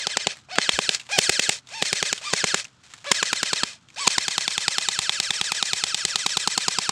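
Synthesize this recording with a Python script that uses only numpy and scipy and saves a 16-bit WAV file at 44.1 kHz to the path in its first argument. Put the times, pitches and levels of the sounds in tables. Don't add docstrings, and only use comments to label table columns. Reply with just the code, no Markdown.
import sys
import numpy as np
from scipy import signal
from scipy.fft import rfft, irfft
from scipy.io import wavfile
from scipy.ndimage import uniform_filter1d, minimum_filter1d

SR = 44100
rng = np.random.default_rng(int(sys.argv[2]) if len(sys.argv) > 2 else 0)


def master(y):
    cut = np.clip(np.atleast_2d(y).T, -1, 1)
    pcm = np.round(cut * 32767)
    wavfile.write(sys.argv[1], SR, pcm.astype(np.int16))


N = 304775
BAND_LIMIT_HZ = 16000
# (time [s], relative crack level [dB], relative thump level [dB])
SHOTS = [(0.0692, -4, -34), (0.17, -1, -33), (0.2696, -1, -28), (0.5841, 1, -27), (0.6917, 1, -33.5),
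         (0.7889, -4.5, -27.5), (0.8914, -0.5, -32), (1.1861, 2, -25), (1.2935, 0, -29.5),
         (1.3939, -1.5, -34), (1.492, -1, -29), (1.8238, -3.5, -28), (1.929, -3.5, -30.5),
         (2.027, -4.5, -30.5), (2.1279, -3.5, -34.5), (2.3349, -3, -26), (2.4407, -3, -25.5),
         (2.5429, -2, -28), (3.1153, 3, -29), (3.2275, -2.5, -32.5), (3.3294, -3.5, -34),
         (3.4299, -4, -34.5), (3.5309, -3, -33), (3.6332, -2.5, -33.5), (4.0736, 3, -29), (4.1802, -1, -34),
         (4.2813, -5.5, -37.5), (4.3798, -3.5, -37), (4.4785, -4.5, -40), (4.579, -5, -37),
         (4.6806, -1.5, -36), (4.7826, -3.5, -36.5), (4.8861, -3, -36), (4.9891, -4.5, -37),
         (5.094, -2.5, -39), (5.2001, -3.5, -39.5), (5.3059, -3.5, -36.5), (5.4125, -4.5, -37),
         (5.519, -5.5, -39), (5.6261, -3, -36.5), (5.7324, -4, -36), (5.8377, -3.5, -36),
         (5.9448, -4.5, -37), (6.0508, -3, -34), (6.157, -3, -35.5), (6.2622, -3.5, -34),
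         (6.3699, -3.5, -34), (6.4742, -3.5, -33), (6.577, -3, -32), (6.6817, -2.5, -32.5),
         (6.7858, -4, -33), (6.8918, -3.5, -34)]


def amp(db):
    return 10 ** (np.asarray(db) / 20)


def unit(x):
    return x / np.sqrt(np.mean(x ** 2) + 1e-20)


def unit_energy(x):
    return x / np.sqrt(np.sum(x ** 2) / (SR / 100) + 1e-20)


def level_at(spectrum, hz):
    f, db = np.transpose(spectrum)
    return np.interp(np.log(hz + 1), np.log(f + 1), db)


def add(mix, s, sound):
    part = mix[max(round(s * SR), 0):][:len(sound)]
    part += sound[:len(part)]


def colour(x, spectrum):
    return irfft(rfft(x) * amp(level_at(spectrum, np.fft.rfftfreq(len(x), 1 / SR))), len(x))


def wander(hz):
    f = np.fft.rfftfreq(N, 1 / SR)
    return unit(irfft(rfft(rng.standard_normal(N)) / (1 + (f / hz) ** 4), N))


def grains(per_s, spread_db):
    size = amp(spread_db * np.minimum(rng.exponential(1, N), 4))
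    return unit(size * rng.choice([-1, 1], N) * (rng.random(N) < per_s / SR))


def ring(modes, t, scatter=.02):
    detune = 1 + scatter * rng.standard_normal(len(modes))
    return sum(amp(db - 60 * t / t60) * np.sin(2 * np.pi * hz * d * t)
               for (hz, db, t60), d in zip(modes, detune))


def yard(noise_db=-60, drone_db=-64, drone_hz=125):
    # (frequency [Hz], relative level [dB])
    spectrum = [(18, -23), (30, -6.5), (137, -1), (267, -6), (320, -11.5), (592, -19.5), (1380, -10.5),
                (1790, -17.5), (2140, -23), (2700, -22), (3320, -19), (6810, -27), (14000, -67)]
    phase = 2 * np.pi * np.cumsum(drone_hz * (1 + .092 * wander(29))) / SR
    drone = np.sin(phase) * amp(2 * wander(2.85))
    return amp(noise_db) * unit(colour(rng.standard_normal(N), spectrum)) + amp(drone_db) * drone


def rustles_and_bumps(rustle_db=-1, still_db=-65, attack_s=.0054, decay_s=.018, bump_hz=68):
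    # (start [s], duration [s], level [dB])
    rustles = [(0.325, 0.063, -51.5), (0.98, .1, -51.5), (1.686, .05, -47), (2.18, 0.11, -42),
               (2.628, 0.045, -54), (2.84, .18, -53), (3.9, 0.058, -62)]
    # (frequency [Hz], relative level [dB])
    spectrum = [(240, -56), (400, -16), (791, -6), (3010, -2.5), (3830, -2), (5030, -5), (7700, -5),
                (15000, -46)]
    # (time [s], level [dB])
    bumps = [(.735, -32), (.765, -47.5)]
    t = np.arange(N) / SR
    envelope = amp(still_db) + sum(
        amp(db) * np.exp(-np.maximum(s - t, 0) / attack_s - np.maximum(t - s - length, 0) / decay_s)
        for s, length, db in rustles)
    noise = (rng.standard_normal(N) + 1.2 * grains(360, spread_db=1)) * amp(2.2 * wander(60))
    out = amp(rustle_db) * envelope * unit(colour(noise, spectrum))
    for s, db in bumps:
        add(out, s, amp(db) * ring([(bump_hz, 0, .09)], t[:4096], scatter=.05))
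    return out


def casing(x, hz, width_hz, lift_db):
    # (frequency [Hz], gain [dB])
    spectrum = [(450, -9), (1100, -7.5), (1700, 0), (3000, -0.5), (4500, 1), (6000, -1.5), (7600, 3),
                (9000, -8), (11000, -18), (13300, -28), (14600, -31), (16000, -38)]
    f = np.fft.rfftfreq(len(x), 1 / SR)
    resonance = amp(lift_db) / (1 + 2j * (f - hz) / width_hz)
    return irfft(rfft(colour(x, spectrum)) * (1 + resonance), len(x))


def clicks(rise_s=.0003, decay_s=.0044, lead_s=.01):
    # (time [s], peak level [dB], resonance [Hz])
    impacts = [(0.369, -33.5, 1510), (0.556, -18.5, 2850), (0.946, -12, 4930), (0.997, -24, 2680),
               (1.003, -30, 3530), (1.013, -31, 2770), (1.09, -29, 2680), (1.221, -26, 4230),
               (1.586, -32, 4126), (1.671, -33, 3504), (1.855, -18, 2054), (2.178, -22, 3040),
               (2.644, -26.5, 5850), (2.651, -24.5, 2530), (2.937, -27, 1680), (3.043, -30.5, 2340),
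               (3.733, -32, 3890), (3.886, -36.5, 3125), (3.902, -37, 2464), (3.944, -37, 5700),
               (3.96, -34, 4460)]
    out = np.zeros(N)
    t = np.maximum(np.arange(2048) / SR - lead_s, 0)
    envelope = np.exp(-t / decay_s) * (1 - np.exp(-t / rise_s))
    for s, db, hz in impacts:
        tick = casing(rng.standard_normal(len(t)) * envelope, hz, width_hz=690, lift_db=11)
        add(out, s - lead_s, amp(db) * tick / abs(tick).max())
    return out


def grip(s):
    # (time [s], gear level [dB], casing resonance [Hz], relative knock [dB], relative rebound [dB])
    grips = [(.25, -31.5, 4600, 4.5, -11), (.585, -36, 1750, 5.5, -25), (.69, -26.5, 3010, 9.5, -11),
             (.9, -30, 3230, 0.5, -24), (1.19, -24, 2674, 4.5, 6.5), (1.4, -27, 2355, 0.5, 0),
             (2.05, -28.5, 2445, 3, -13), (2.4, -27, 2080, 2.5, -1.5), (3.11, -26, 2365, 7.5, 0),
             (3.43, -30, 2264, 5.5, -3), (3.55, -29, 4300, 6.5, -2), (4.18, -27.5, 4055, 5.5, 12),
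             (4.29, -30.5, 3890, 0, -13), (5.35, -30, 3410, 2.5, -18), (6.16, -31, 3740, -4, -7),
             (6.26, -31, 3850, 3.5, 0.5), (6.9, -29.5, 4800, 4.5, -9)]
    times, *columns = np.transpose(grips)
    return [np.interp(s, times, column) for column in columns]


def spin_up(shot, start, top_hz, sag, db):
    # (progress [0-1], speed over top speed [ratio], share of sag [0-1], rattle [dB], whine [dB])
    stages = [(0, 0.43, 0.085, -17.5, -22.5), (.26, 0.8, 0, -2, -10.5), (.4, 0.97, 0.11, -2.5, -4.5),
              (0.549, 0.98, 0.092, -3.5, -2.5), (0.721, 0.98, .35, -1.5, -5.5),
              (.93, 0.92, 0.96, -4.5, -4.5), (.98, 1, 0.89, 12.5, -25)]
    at_rest = (start - .003, 200, -75, -110)
    return [at_rest] + [
        (start + u * (shot - start), top_hz * speed * (1 - sag * load), db + rattle, db + whine)
        for u, speed, load, rattle, whine in stages]


def winding(previous, shot, lag_s, teeth_per_shot=231):
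    # (share of cycle [0-1], speed over top speed [ratio], rattle [dB], whine [dB])
    stages = [(.02, .6, -4.5, -37.5), (.13, .85, -4, -31), (.24, 0.99, -3.5, -9), (.28, 0.97, 5.5, -16),
              (.43, .915, 2, 5.5), (.62, .785, 0.5, 1.5), (.81, .64, -6.5, -0.5), (.915, .58, -4.5, -8),
              (.955, .57, -10.5, -14.5)]
    top_hz = teeth_per_shot / (shot - previous - lag_s)
    db = grip(shot)[0]
    return [(previous + u * (shot - previous), top_hz * speed, db + rattle, db + whine)
            for u, speed, rattle, whine in stages]


def coast(shot, release, hz, db, coast_s, db_per_decade=44.5, whine_db=-17):
    # (progress [0-1], speed over speed at release [ratio], relative level [dB])
    run_on = [(0.273, .92, -5.5), (0.601, 1.08, -1.5)]
    path = [(shot + u * (release - shot), speed, level) for u, speed, level in run_on]
    path += [(release + coast_s * (1 - speed), speed, db_per_decade * np.log10(speed))
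             for speed in np.linspace(1, .1, 10)]
    return [(s, hz * speed, db + level, db + level + whine_db) for s, speed, level in path]


def gear_motion(catch_up_s=.0095):
    # (time [s], top mesh frequency [Hz], sag under load [0-1], gear level [dB])
    pulls = [(.487, 770, .08, -35), (1.091, 850, .07, -27.5), (1.701, 932.5, 0.04, -35),
             (2.212, 1239, 0.13, -31), (3.043, 590, 0.02, -33), (3.961, 1174, 0.17, -27.5)]
    # (time [s], mesh frequency [Hz], gear level [dB], coasting time [s])
    releases = [(.316, 1900, -28, .055), (.951, 2100, -25.5, .048), (1.53, 1950, -26, .095),
                (2.165, 1500, -34, .048), (2.596, 1950, -24.5, .058), (3.678, 1750, -31.5, .14)]
    shots = [s for s, *_ in SHOTS]
    rows, lag_s = [], 0
    previous = 2 * shots[0] - shots[1]
    for shot in shots:
        pulled = [pull for pull in pulls if previous < pull[0] < shot]
        rows += spin_up(shot, *pulled[0]) if pulled else winding(previous, shot, lag_s)
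        lag_s = catch_up_s if pulled else 0
        previous = shot
    for release in releases:
        last_shot = max(s for s in shots if s < release[0])
        rows += coast(last_shot, *release)
    times, *columns = np.transpose(sorted(rows))
    return [np.interp(np.arange(N) / SR, times, column) for column in columns]


def shell(x, dense_db=-7, ring_s=.002):
    # (frequency [Hz], bandwidth [Hz], gain [dB])
    resonances = [(565, 150, -2), (2080, 430, -12), (3950, 180, -23.5), (5500, 950, -34),
                  (6960, 760, -13.5)]
    f, t = np.fft.rfftfreq(N, 1 / SR), np.arange(1024) / SR
    tail = rng.standard_normal(len(t)) * np.exp(-t / ring_s) * (t > .001)
    dense = 1 + amp(dense_db) * rfft(tail / np.linalg.norm(tail), N)
    broad = 1 + sum(amp(db) / (1 + 2j * (f - hz) / width) for hz, width, db in resonances)
    return irfft(rfft(x) * broad * dense, N)


def gears(rattle_db=-3, whine_db=-6, jitter=.00785, flutter_db=2.2, strain_hz=1300):
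    # (order [multiple], level [dB])
    harmonics = [(1, -3), (2, -1.5), (3, 1), (4, 0.5), (5, -2), (6, -0.5), (7, 2.5), (8, -15)]
    # (frequency [Hz], gain [dB])
    radiation = [(400, 4), (750, 14), (1000, 10), (1350, 8), (2000, -2.5), (2450, 6.5), (3100, 1.5),
                 (3800, 1.5), (4400, 4), (5300, 0.5), (6400, -7.5), (7900, -2), (10000, -29), (14000, -54)]
    # (frequency [Hz], relative level [dB])
    rattle_spectrum = [(100, -29), (280, -23.5), (400, -4.5), (580, -6.5), (1000, -5.5), (1600, 1),
                       (2100, 4.5), (3000, 6), (4000, 6), (5500, 6.5), (6400, 4), (7900, 2.5), (9500, -8),
                       (12000, -25.5), (15000, -36)]
    hz, rattle_level, whine_level = gear_motion()
    tooth_phase = 2 * np.pi * np.cumsum(hz * (1 + jitter * wander(266))) / SR
    shaft_phase = tooth_phase / 10
    runout = .12 * np.sin(shaft_phase)
    backlash = .055 * wander(700)
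    phase = tooth_phase + backlash + runout
    tilt_db_per_octave = 2 / (1 + (hz / strain_hz) ** 10)
    whine = np.zeros(N)
    for k, db in harmonics:
        level = db + level_at(radiation, k * hz) + tilt_db_per_octave * np.log2(k / np.e)
        gain = amp(level + flutter_db * wander(81)) * (k * hz < BAND_LIMIT_HZ)
        whine += gain * np.cos(k * phase + 2 * np.pi * rng.random())
    strikes = (1 + .95 * np.cos(tooth_phase)) * (1 + .17 * np.cos(shaft_phase))
    clatter = strikes * (rng.standard_normal(N) + .46 * grains(1500, spread_db=-1.5))
    rattle = unit(colour(clatter, rattle_spectrum))
    return shell(amp(whine_db + whine_level) * whine + amp(rattle_db + rattle_level) * rattle)


def body_knock(t, db, open_db=3.5, dulling=1.8):
    # (frequency [Hz], level [dB], time to fall 60 dB [s])
    modes = [(805, 0, 0.025), (1017, 0, 0.015), (1174, -11, 0.018)]
    upper_db = dulling * (db - open_db)
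    upper_modes = [(hz, level + upper_db, t60) for hz, level, t60 in modes[1:]]
    return amp(db) * unit_energy(ring([modes[0]] + upper_modes, np.maximum(t, 0)))


def cylinder_thump(t, recoil_db=-12, recoil_lead_s=.00405, recoil_width_s=.00049):
    # (frequency [Hz], level [dB], time to fall 60 dB [s])
    modes = [(188, 12, 0.026), (413, 12, 0.031), (463, 6.5, 0.022), (573, -9, 0.025)]
    u = (t + recoil_lead_s) / recoil_width_s
    recoil = u * np.exp(-u ** 2 / 2)
    return amp(recoil_db) * unit_energy(recoil) - unit_energy(ring(modes, np.maximum(t, 0)))


def piston_crack(t, ring_hz, rebound_db, rebound_s=.0022, settle_s=.0045, decay_s=.0014):
    # (frequency [Hz], gain [dB])
    ring_lift = [(1800, 6), (2250, -3.5), (2700, 4), (3150, 11), (3700, 8.5), (4700, -1.5)]
    timing = 1 + .14 * rng.standard_normal(2)
    blows = [(0, 0), (rebound_s * timing[0], rebound_db), (settle_s * timing[1], rebound_db / 2 - 9)]
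    power = sum(amp(db) ** 2 * (t >= at) * np.exp(-2 * abs(t - at) / decay_s) for at, db in blows)
    power += amp(-21) ** 2 * np.exp(-2 * abs(t) / np.where(t > 0, .0018, .002))
    burst = np.sqrt(power) * rng.choice([-1, 1], len(t))
    return unit_energy(casing(burst, ring_hz, width_hz=800, lift_db=level_at(ring_lift, ring_hz)))


def piston(crack_db=-14.5, thump_db=1.1, knock_db=2.5, seat_s=.0006, lead_s=.01, cutoff_hz=115):
    out = np.zeros(N)
    t = np.arange(4096) / SR - lead_s
    for s, crack_level, thump_level in SHOTS:
        _, ring_hz, knock_level, rebound_db = grip(s)
        crack = amp(crack_level + crack_db) * piston_crack(t, ring_hz, rebound_db)
        thump = amp(thump_level + thump_db) * cylinder_thump(t)
        knock = amp(thump_level + knock_db) * body_knock(t, knock_level)
        add(out, s + seat_s - lead_s, crack + thump + knock)
    return signal.sosfilt(signal.butter(1, cutoff_hz, "highpass", fs=SR, output="sos"), out)


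def over_lawn(x, reflection_gain=1, dull_hz=1500, beam_hz=6000):
    # (time [s], notch frequency [Hz], reflection strength [0-1], treble gain [dB])
    poses = [(0, 1118, 0.16, -5.5), (0.548, 990, 0.58, -10.5), (.75, 870, 0.5, -1), (1.1, 990, 1, 1.5),
             (1.498, 1000, 0.6, 1), (2.3, 827.3, 0.59, -2), (3.099, 750, 0.66, -1.5),
             (3.7, 723.6, 0.7, -2.5), (4.3, 560.4, 0.8, 0), (6.15, 558.1, 0.6, 1), (6.3, 607.4, 0.99, 2),
             (6.9, 600, 1, -1)]
    s, notch_hz, strength, treble_db = np.transpose(poses)
    t, f = np.arange(N) / SR, np.fft.rfftfreq(N, 1 / SR)
    dull, below_beam = (irfft(rfft(x) / (1 + (f / edge) ** 4), N) for edge in (dull_hz, beam_hz))
    direct = below_beam + amp(np.interp(t, s, treble_db)) * (x - below_beam)
    delay_s = .5 / np.interp(t, s, notch_hz)
    reflection = np.interp(t, s, strength) * np.interp(t - delay_s, t, dull)
    return direct + reflection_gain * reflection


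def scene():
    gun = over_lawn(piston()) + over_lawn(gears(), reflection_gain=.35)
    return (gun + clicks() + rustles_and_bumps() + yard())[None]


def record(dry, bass_hz=56, knee_db=-6, squeeze=.037):
    thin = signal.sosfilt(signal.butter(2, bass_hz, "highpass", fs=SR, output="sos"), dry)
    allowed_gain = np.minimum(1, amp(knee_db) / (abs(thin) + 1e-9)) ** squeeze
    gain = uniform_filter1d(minimum_filter1d(allowed_gain, size=60), size=40)
    clipped = np.clip(thin * gain, -1, 1)
    lowpass = signal.firwin(255, BAND_LIMIT_HZ, window=("kaiser", 8), fs=SR)
    return signal.oaconvolve(clipped, lowpass[None], "same")


dry = scene()
out = record(dry)
master(out)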